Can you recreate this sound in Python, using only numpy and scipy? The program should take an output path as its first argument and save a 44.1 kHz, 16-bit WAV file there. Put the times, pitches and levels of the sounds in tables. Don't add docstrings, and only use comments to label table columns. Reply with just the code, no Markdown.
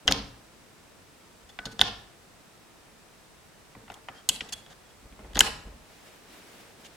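import sys
import numpy as np
from scipy import signal
from scipy.io import wavfile

SR = 44100
rng = np.random.default_rng(int(sys.argv[2]) if len(sys.argv) > 2 else 0)


def attenuation_scalar(level_db):
    decades = np.asarray(level_db, float) / 20
    return 10 ** decades


def int16_out(signal):
    q = np.round(np.clip(np.atleast_2d(signal).T, -1, 1) * 32767)
    wavfile.write(sys.argv[1], SR, q.astype(np.int16))


N = 307314


def rms_one(x):
    return x / np.sqrt(np.mean(x ** 2) + 1e-20)


def peak_one(x):
    return x / np.max(np.abs(np.atleast_2d(x)[0]))


def at_hz(points, hz):
    table = np.array(points)
    return np.interp(np.log(hz), np.log(table[:, 0]), table[:, 1])


def add(track, s, sound):
    i = round(s * SR)
    track[..., i:i + sound.shape[-1]] += sound[..., :N - i]


EDGES_HZ = 22 * 2 ** np.arange(0, 9.8, 0.5)


def stereo_bands(size, likeness, gain):
    out, white = 0, rng.standard_normal((2, 2, size))
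    for k, (low, high) in enumerate(zip(EDGES_HZ, EDGES_HZ[1:])):
        band = signal.butter(2, [low, high], "band", fs=SR, output="sos")
        mid, side = signal.sosfilt(band, white[k % 2])
        hz = np.sqrt(low * high)
        alike = np.sqrt(np.clip(at_hz(likeness, hz), 0, 1))
        stereo = np.sqrt(1 + alike) * mid + np.sqrt(1 - alike) * side * [[1], [-1]]
        out = out + gain(hz) * stereo
    return out


# f/Hz, level/dB
HISS_COLOUR = [(15, -38.5), (28, -3.5), (180, -2.5), (460, -5), (1200, -9), (3430, -15), (8140, -19),
               (16000, -29)]
# f/Hz, likeness (0 to 1)
HISS_LIKENESS = [(60, 0.35), (240, 0.18), (950, 0.11), (3770, 0.05), (15000, 0.021)]
# f/Hz, level/dB (rms)
WHINES = [(8000, -83), (8220, -80), (8280, -80.5)]


def floor():
    hiss_db = -56.5 + 1.5
    hiss = rms_one(stereo_bands(N, HISS_LIKENESS, lambda hz: attenuation_scalar(at_hz(HISS_COLOUR, hz))))
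    t = np.arange(N) / SR
    whine = sum(np.sqrt(2) * attenuation_scalar(db) * np.sin(2 * np.pi * hz * t) for hz, db in WHINES)
    return attenuation_scalar(hiss_db) * hiss + whine


# f/Hz, t60/s
HALL_DECAY = [(100, 0.73), (420, 0.48), (1100, 0.57), (2900, 0.46), (7700, 0.42), (14000, .22)]
# f/Hz, level/dB
HALL_TONE = [(100, 2), (500, 1.6), (1500, 2.5), (4000, -3), (9000, -3), (15000, -9.5)]
# f/Hz, likeness (0 to 1)
DIFFUSE_LIKENESS = [(60, 0.98), (240, 0.88), (950, 0.14), (3770, 0.097), (15000, 0.17)]


def hallway(x):
    hall_db, far_wall_db, far_wall_s, far_spread_s = -26 - 13.5, -6.5, 0.064, 0.0089
    t = np.arange(30000) / SR
    build_up = 1 - np.exp(-t / 0.021)
    echo = attenuation_scalar(far_wall_db) * np.exp(-0.5 * ((t - far_wall_s) / far_spread_s) ** 2)
    fading = lambda hz: attenuation_scalar(at_hz(HALL_TONE, hz) - 60 * t / at_hz(HALL_DECAY, hz))
    tail = stereo_bands(len(t), DIFFUSE_LIKENESS, fading)
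    return signal.fftconvolve(x[None], attenuation_scalar(hall_db) * (build_up + echo) * tail)[:, :N]


def rubbing(strokes, rise_db, fall_db, colour, puff_db):
    s, db = np.transpose(strokes)[:, :, None]
    start = s.min() - 0.25
    t = np.arange(start, s.max() + 0.3, 1 / SR)
    strokes_db = db - rise_db * np.clip(s - t, 0, None) - fall_db * np.clip(t - s, 0, None)
    level_db = np.max(strokes_db, axis=0)
    puffs = np.interp((t - start) * 30, np.arange(60), rng.standard_normal(60))
    noise = rms_one(stereo_bands(len(t), DIFFUSE_LIKENESS, lambda hz: attenuation_scalar(at_hz(colour, hz))))
    out = np.zeros((2, N))
    add(out, start, attenuation_scalar(level_db + puff_db * puffs) * noise)
    return out


# t/s, level/dB
SLEEVE_SWEEPS = [
    (5.96, -56),
    (6.08, -54),
    (6.33, -51.5),
    (6.4, -52.5),
    (6.52, -50.5),
    (6.64, -53.5),
    (6.8, -56),
    (6.95, -58),
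]
# f/Hz, level/dB per Hz
CLOTH_COLOUR = [(120, -34), (200, -5.5), (560, -4), (1050, -12.5), (1330, -8), (1490, -11), (1980, -8.5),
                (15000, -25.5)]


def sleeve():
    return rubbing(SLEEVE_SWEEPS, 69, 47, CLOTH_COLOUR, puff_db=1.5)


# t/s, level/dB
FINGER_RUBS = [
    (4.55, -56),
    (4.7, -56.5),
    (4.85, -61.5),
    (5.028, -61),
    (5.22, -54),
    (5.32, -53),
    (5.56, -52),
    (5.68, -52.5),
    (5.8, -60.5),
]
# f/Hz, level/dB per Hz
FINGER_TONE = [(18, -19.5), (30, -3), (58, -1.5), (473, -12.5), (751, -3), (955, -28.5), (2500, -18),
               (3400, -70)]


def fingers():
    return rubbing(FINGER_RUBS, 200, 125, FINGER_TONE, puff_db=2.2)


# t/s, level/dB (peak)
HAND_LEANS = [
    (1.45, -52),
    (5.058, -46),
    (5.125, -48),
    (5.25, -45),
    (5.3, -44),
    (5.367, -27),
    (5.668, -39),
    (5.708, -42),
    (5.75, -47),
    (5.82, -51),
]


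def leaning():
    sway_hz, sway_s = 52, 0.012
    out, t = np.zeros(N), np.arange(-2000, 2000) / SR
    sway = np.exp(-0.5 * (t / sway_s) ** 2) * np.cos(2 * np.pi * sway_hz * t)
    for s, db in HAND_LEANS:
        add(out, s + t[0], attenuation_scalar(db) * sway)
    return out


# t/s, level/dB (peak)
DOOR_PUSHES = [(0.054, -33), (0.08, -19), (0.095, -23.5), (0.113, -21.5), (1.588, -36.5), (1.657, -30.5),
               (1.796, -28), (1.816, -25.5), (2.051, -60), (3.756, -37.5), (3.9, -36.5), (4.09, -42.5),
               (4.296, -34.5), (4.33, -41), (4.41, -34.5), (4.53, -48), (5.02, -45), (5.05, -42.5),
               (5.12, -42.5), (5.19, -37.5), (5.244, -37), (5.298, -41.5), (5.357, -22), (5.385, -29),
               (5.409, -22), (5.641, -44), (5.661, -37), (5.7, -57)]
# f/Hz, level/dB, t60/s
DOOR_MODES = [(43.3, -2.5, 0.11), (65.3, -1.9, 0.073), (122, -8, 0.13), (158.8, -3.5, .12), (217, 1.5, 0.1),
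              (281.3, 1, 0.11), (358.4, -1.5, 0.092), (445.6, -1, 0.16), (533, 2, 0.093), (760, -2, 0.076)]
THUD_BAND = signal.butter(2, [40, 900], "band", fs=SR, output="sos")


def door():
    soft_hz, thud_db, thud_s = 378.3, -8.5, 0.028
    out, t = np.zeros(N), np.arange(SR // 4) / SR
    swell = 1 - np.exp(-t / 0.0076)
    for s, db in DOOR_PUSHES:
        chance = rng.standard_normal((len(DOOR_MODES), 2)) * [1.5, 1]
        modes = 0
        for (hz, mode_db, t60), (extra_db, phase) in zip(DOOR_MODES, chance):
            strength = attenuation_scalar(mode_db + extra_db - 60 * t / t60) / (1 + (hz / soft_hz) ** 2)
            modes = modes + strength * np.sin(2 * np.pi * hz * t + phase)
        thud = rms_one(signal.sosfilt(THUD_BAND, rng.standard_normal(len(t)))) * np.exp(-t / thud_s)
        add(out, s, attenuation_scalar(db - 4.5) * (peak_one(modes * swell) + attenuation_scalar(thud_db) * thud * swell))
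    return out


def resonance(x, hz, width_hz):
    r = np.exp(-np.pi * width_hz / SR)
    feedback = [1, -2 * r * np.cos(2 * np.pi * hz / SR), r * r]
    return signal.lfilter([(1 - r * r) / 2, 0, (r * r - 1) / 2], feedback, x)


def body(x, peaks):
    return sum((-1) ** k * attenuation_scalar(db) * resonance(x, hz, width) for k, (hz, width, db) in enumerate(peaks))


def spread(rung, plain, width):
    mid, side = peak_one(rung)[:2]
    click = plain * np.sqrt(np.sum(mid ** 2) / np.sum(plain ** 2))
    return np.array([mid + width * side, mid - width * side, 0.34 * mid + 0.67 * click])


# f/Hz, width/Hz, level/dB
HOUSING_PEAKS = [(740, 120, -4.5), (1508, 160, -3), (1710, 240, -6.5), (2048, 110, -3.5)]
# f/Hz, width/Hz, level/dB
CONTACT_PEAKS = [(4120, 590, 5.5), (6690, 750, 3.5), (7700, 720, -5), (9230, 320, -0.5), (11500, 420, -30),
                 (11900, 1100, -22)]
BAY_BAND = signal.butter(3, [2700, 5600], "band", fs=SR, output="sos")
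HOUSING_BAND = signal.butter(2, [550, 2300], "band", fs=SR, output="sos")
METAL_BAND = signal.butter(2, [5000, 11500], "band", fs=SR, output="sos")


def contact(envelope, db, bay, housing, housing_db, contacts_db):
    force = envelope * rng.standard_normal((3, len(envelope)))
    force[0, 12] += 3.5
    force[2] = np.arange(len(envelope)) == 12
    wide, dull, bright = [signal.sosfilt(band, force) for band in (BAY_BAND, HOUSING_BAND, METAL_BAND)]
    bay_ring = resonance(resonance(force, *bay), *bay)
    air = spread(bay_ring + 0.15 * wide, wide[2], 0.48)
    plastic = spread(body(dull, housing) + 0.18 * dull, dull[2], 0.45)
    metal = spread(body(bright, CONTACT_PEAKS) + 0.38 * bright, bright[2], 0.49)
    return attenuation_scalar(db) * (air + attenuation_scalar(housing_db) * plastic + attenuation_scalar(contacts_db) * metal)


T_MS = np.arange(2600) / SR * 1000


def rattle(ms):
    return (1 - np.exp(-T_MS / 0.27)) * (np.exp(-T_MS / abs(ms)) + 0.06 * np.exp(-T_MS / 7))


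def scrape(ms):
    return (1 - np.exp(-T_MS / 0.57)) * np.exp(-np.clip(T_MS - ms, 0, None) / 1.6)


# from t/s, f/Hz
BAY_SLOTS = [
    (0, 3050),
    (1.0, 3490),
    (3.0, 3200),
    (4.45, 3370),
    (5.0, 3350),
    (5.38, 2950),
]


def bay_hz(s):
    return [hz for start, hz in BAY_SLOTS if start <= s][-1]


# t/s, f/Hz, level/dB, t60/s
COIL_RINGS = [
    (1.589, 1497, -41.5, .28),
    (1.669, 1497, -44, .26),
    (4.532, 3370, -47.5, .42),
]
# t/s, f/Hz, level/dB, t60/s
END_CLIP_RINGS = [
    (5.3921, 6750, -6.5, .009),
    (4.2902, 6850, -18.5, 0.017),
    (1.8136, 3450, -5.5, .006),
]


def metal_rings():
    out, t = np.zeros((3, N)), np.arange(SR // 2) / SR
    for s, hz, db, t60 in [*COIL_RINGS, *END_CLIP_RINGS]:
        beating = np.sin(2 * np.pi * hz * t) + 0.5 * np.sin(2 * np.pi * (hz + 19) * t)
        add(out, s, attenuation_scalar(db - 60 * t / t60) * beating * np.array([[1], [1], [0.3]]))
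    return out


# t/s, bay level/dB (peak), housing f/Hz, housing level/dB (relative), rattle decay/ms
HOUSING_KNOCKS = [(1.5888, -32.5, 1425, 7, 2.9), (3.7504, -58.5, 840, 17.5, 3.1),
                  (3.879, -56, 718, 12.5, 7.3), (3.9, -40, 832, 8, 5.2), (4.085, -40, 778, 12.5, 6.3),
                  (4.4069, -23.5, 1970, -3, 5.3), (5.125, -55, 665, 9, 2.5), (5.191, -60.5, 608, 19, 6.3),
                  (5.245, -71, 740, 25.5, 6.2), (5.375, -27, 746, 7, 3.4), (5.409, -30, 760, 9.5, 3.7),
                  (5.465, -33, 720, 5, 9)]


def knocks():
    out = np.zeros((3, N))
    for s, db, hz, housing_db, ms in HOUSING_KNOCKS:
        housing = [*HOUSING_PEAKS, (hz, 180, 6), (2400, 900, 1.5)]
        add(out, s, contact(rattle(ms), db, (3050, 1150), housing, housing_db, housing_db - 26))
    return out


# t/s, bay level/dB (peak), contacts level/dB (relative), length/ms
COIL_SQUEAKS = [
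    (1.49, -44, -5.5, 13),
    (1.805, -26, -7.5, 3.8),
    (4.145, -48, -11, 39),
    (4.18, -51.5, -11, 29),
    (4.5232, -24.5, -0.5, 15.2),
    (4.8514, -56, -9, 12),
    (4.89, -55.5, -5.5, 24),
    (5.3468, -31.5, -4, 17),
    (1.797, -34, -9.5, 7.8),
    (5.37, -35.5, -10, 12),
]


def squeaks():
    out = np.zeros((3, N))
    for s, db, contacts_db, ms in COIL_SQUEAKS:
        housing_db = -15 - contacts_db
        add(out, s, contact(scrape(ms), db, (bay_hz(s), 120), HOUSING_PEAKS, housing_db, contacts_db))
    return out


# t/s, bay level/dB (peak), housing level/dB (relative), length/ms
SPRING_SLIDES = [
    (0.073, -27, -4, 1.8),
    (0.1095, -18.5, -1, 5.5),
    (0.115, -27.5, -6, 3.2),
    (1.713, -42, -12, 19.4),
    (1.789, -42.5, -8.5, 3),
    (4.4884, -38.5, -10, 7.9),
    (4.7, -46.5, -1, 31),
    (5.2614, -59, -0.5, 13),
    (5.404, -14.5, -10.5, 2.1),
    (6.845, -41, -11, 25),
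]


def slides():
    out = np.zeros((3, N))
    for s, db, housing_db, ms in SPRING_SLIDES:
        add(out, s, contact(scrape(ms), db, (bay_hz(s), 2400), HOUSING_PEAKS, housing_db, -3.5))
    return out


# t/s, bay level/dB (peak), housing and contacts level/dB (relative), rattle decay/ms
FINGER_CRACKS = [(0.0845, -17.5, 2, -17, 4.6), (0.1228, -3, -30, -14, 0.7), (1.6545, -24, -9, -11, 7),
                 (1.8162, -16, 1.5, -6, 2.9), (3.918, -43.5, 5, -1, 2.4), (4.2895, -11.5, -25, 6.5, 1.3),
                 (4.3615, -30.5, -19, -12.5, 1.3), (5.3697, -16.5, -5, -10, 1.6),
                 (5.3916, -19.5, -13, 12.5, 0.95), (5.396, -33.5, -5, 15.5, 2.5),
                 (5.411, -13, 0.5, -2, 1.1)]


def cracks():
    out = np.zeros((3, N))
    for s, db, housing_db, contacts_db, ms in FINGER_CRACKS:
        bay = (bay_hz(s) - 33 * housing_db, 2000)
        add(out, s, contact(rattle(ms), db, bay, HOUSING_PEAKS, housing_db, contacts_db))
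    return out


# t/s, bay level/dB (peak), housing and contacts level/dB (relative), rattle decay/ms
BATTERY_SNAPS = [
    (0.0778, -7, -9, -22, 0.8),
    (0.08, -15, -7.5, -13, 3.8),
    (1.7935, -16, -9, -28, 0.6),
    (1.8134, -1.5, -14, -14, 0.66),
    (3.9403, -39, -20, -0.5, 3.8),
    (4.663, -41, -5, -11, 1.3),
    (5.333, -41.5, -4, -8.5, 1.5),
    (5.3553, -22, -4.5, -24.5, 2.2),
    (5.4062, 1.5, -13.5, -2, 1.1),
    (4.291, -10.5, -17, 3.5, 4.1),
]


def snaps():
    out = np.zeros((3, N))
    for s, db, housing_db, contacts_db, ms in BATTERY_SNAPS:
        add(out, s, contact(rattle(ms), db, (bay_hz(s), 710), HOUSING_PEAKS, housing_db, contacts_db))
    return out


def scene():
    lock = snaps() + cracks() + slides() + squeaks() + knocks() + metal_rings()
    panel = door()
    echo = hallway(lock[2] + panel)
    return lock[:2] + panel + leaning() + echo + fingers() + sleeve() + floor()


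def top_cut(x):
    return signal.sosfilt(signal.butter(12, 16850, fs=SR, output="sos"), x)


def record(dry):
    ceiling = 0.99
    rounded = dry / (1 + np.abs(dry / ceiling) ** 6) ** (1 / 6)
    return top_cut(rounded)


dry = scene()
out = record(dry)
int16_out(out)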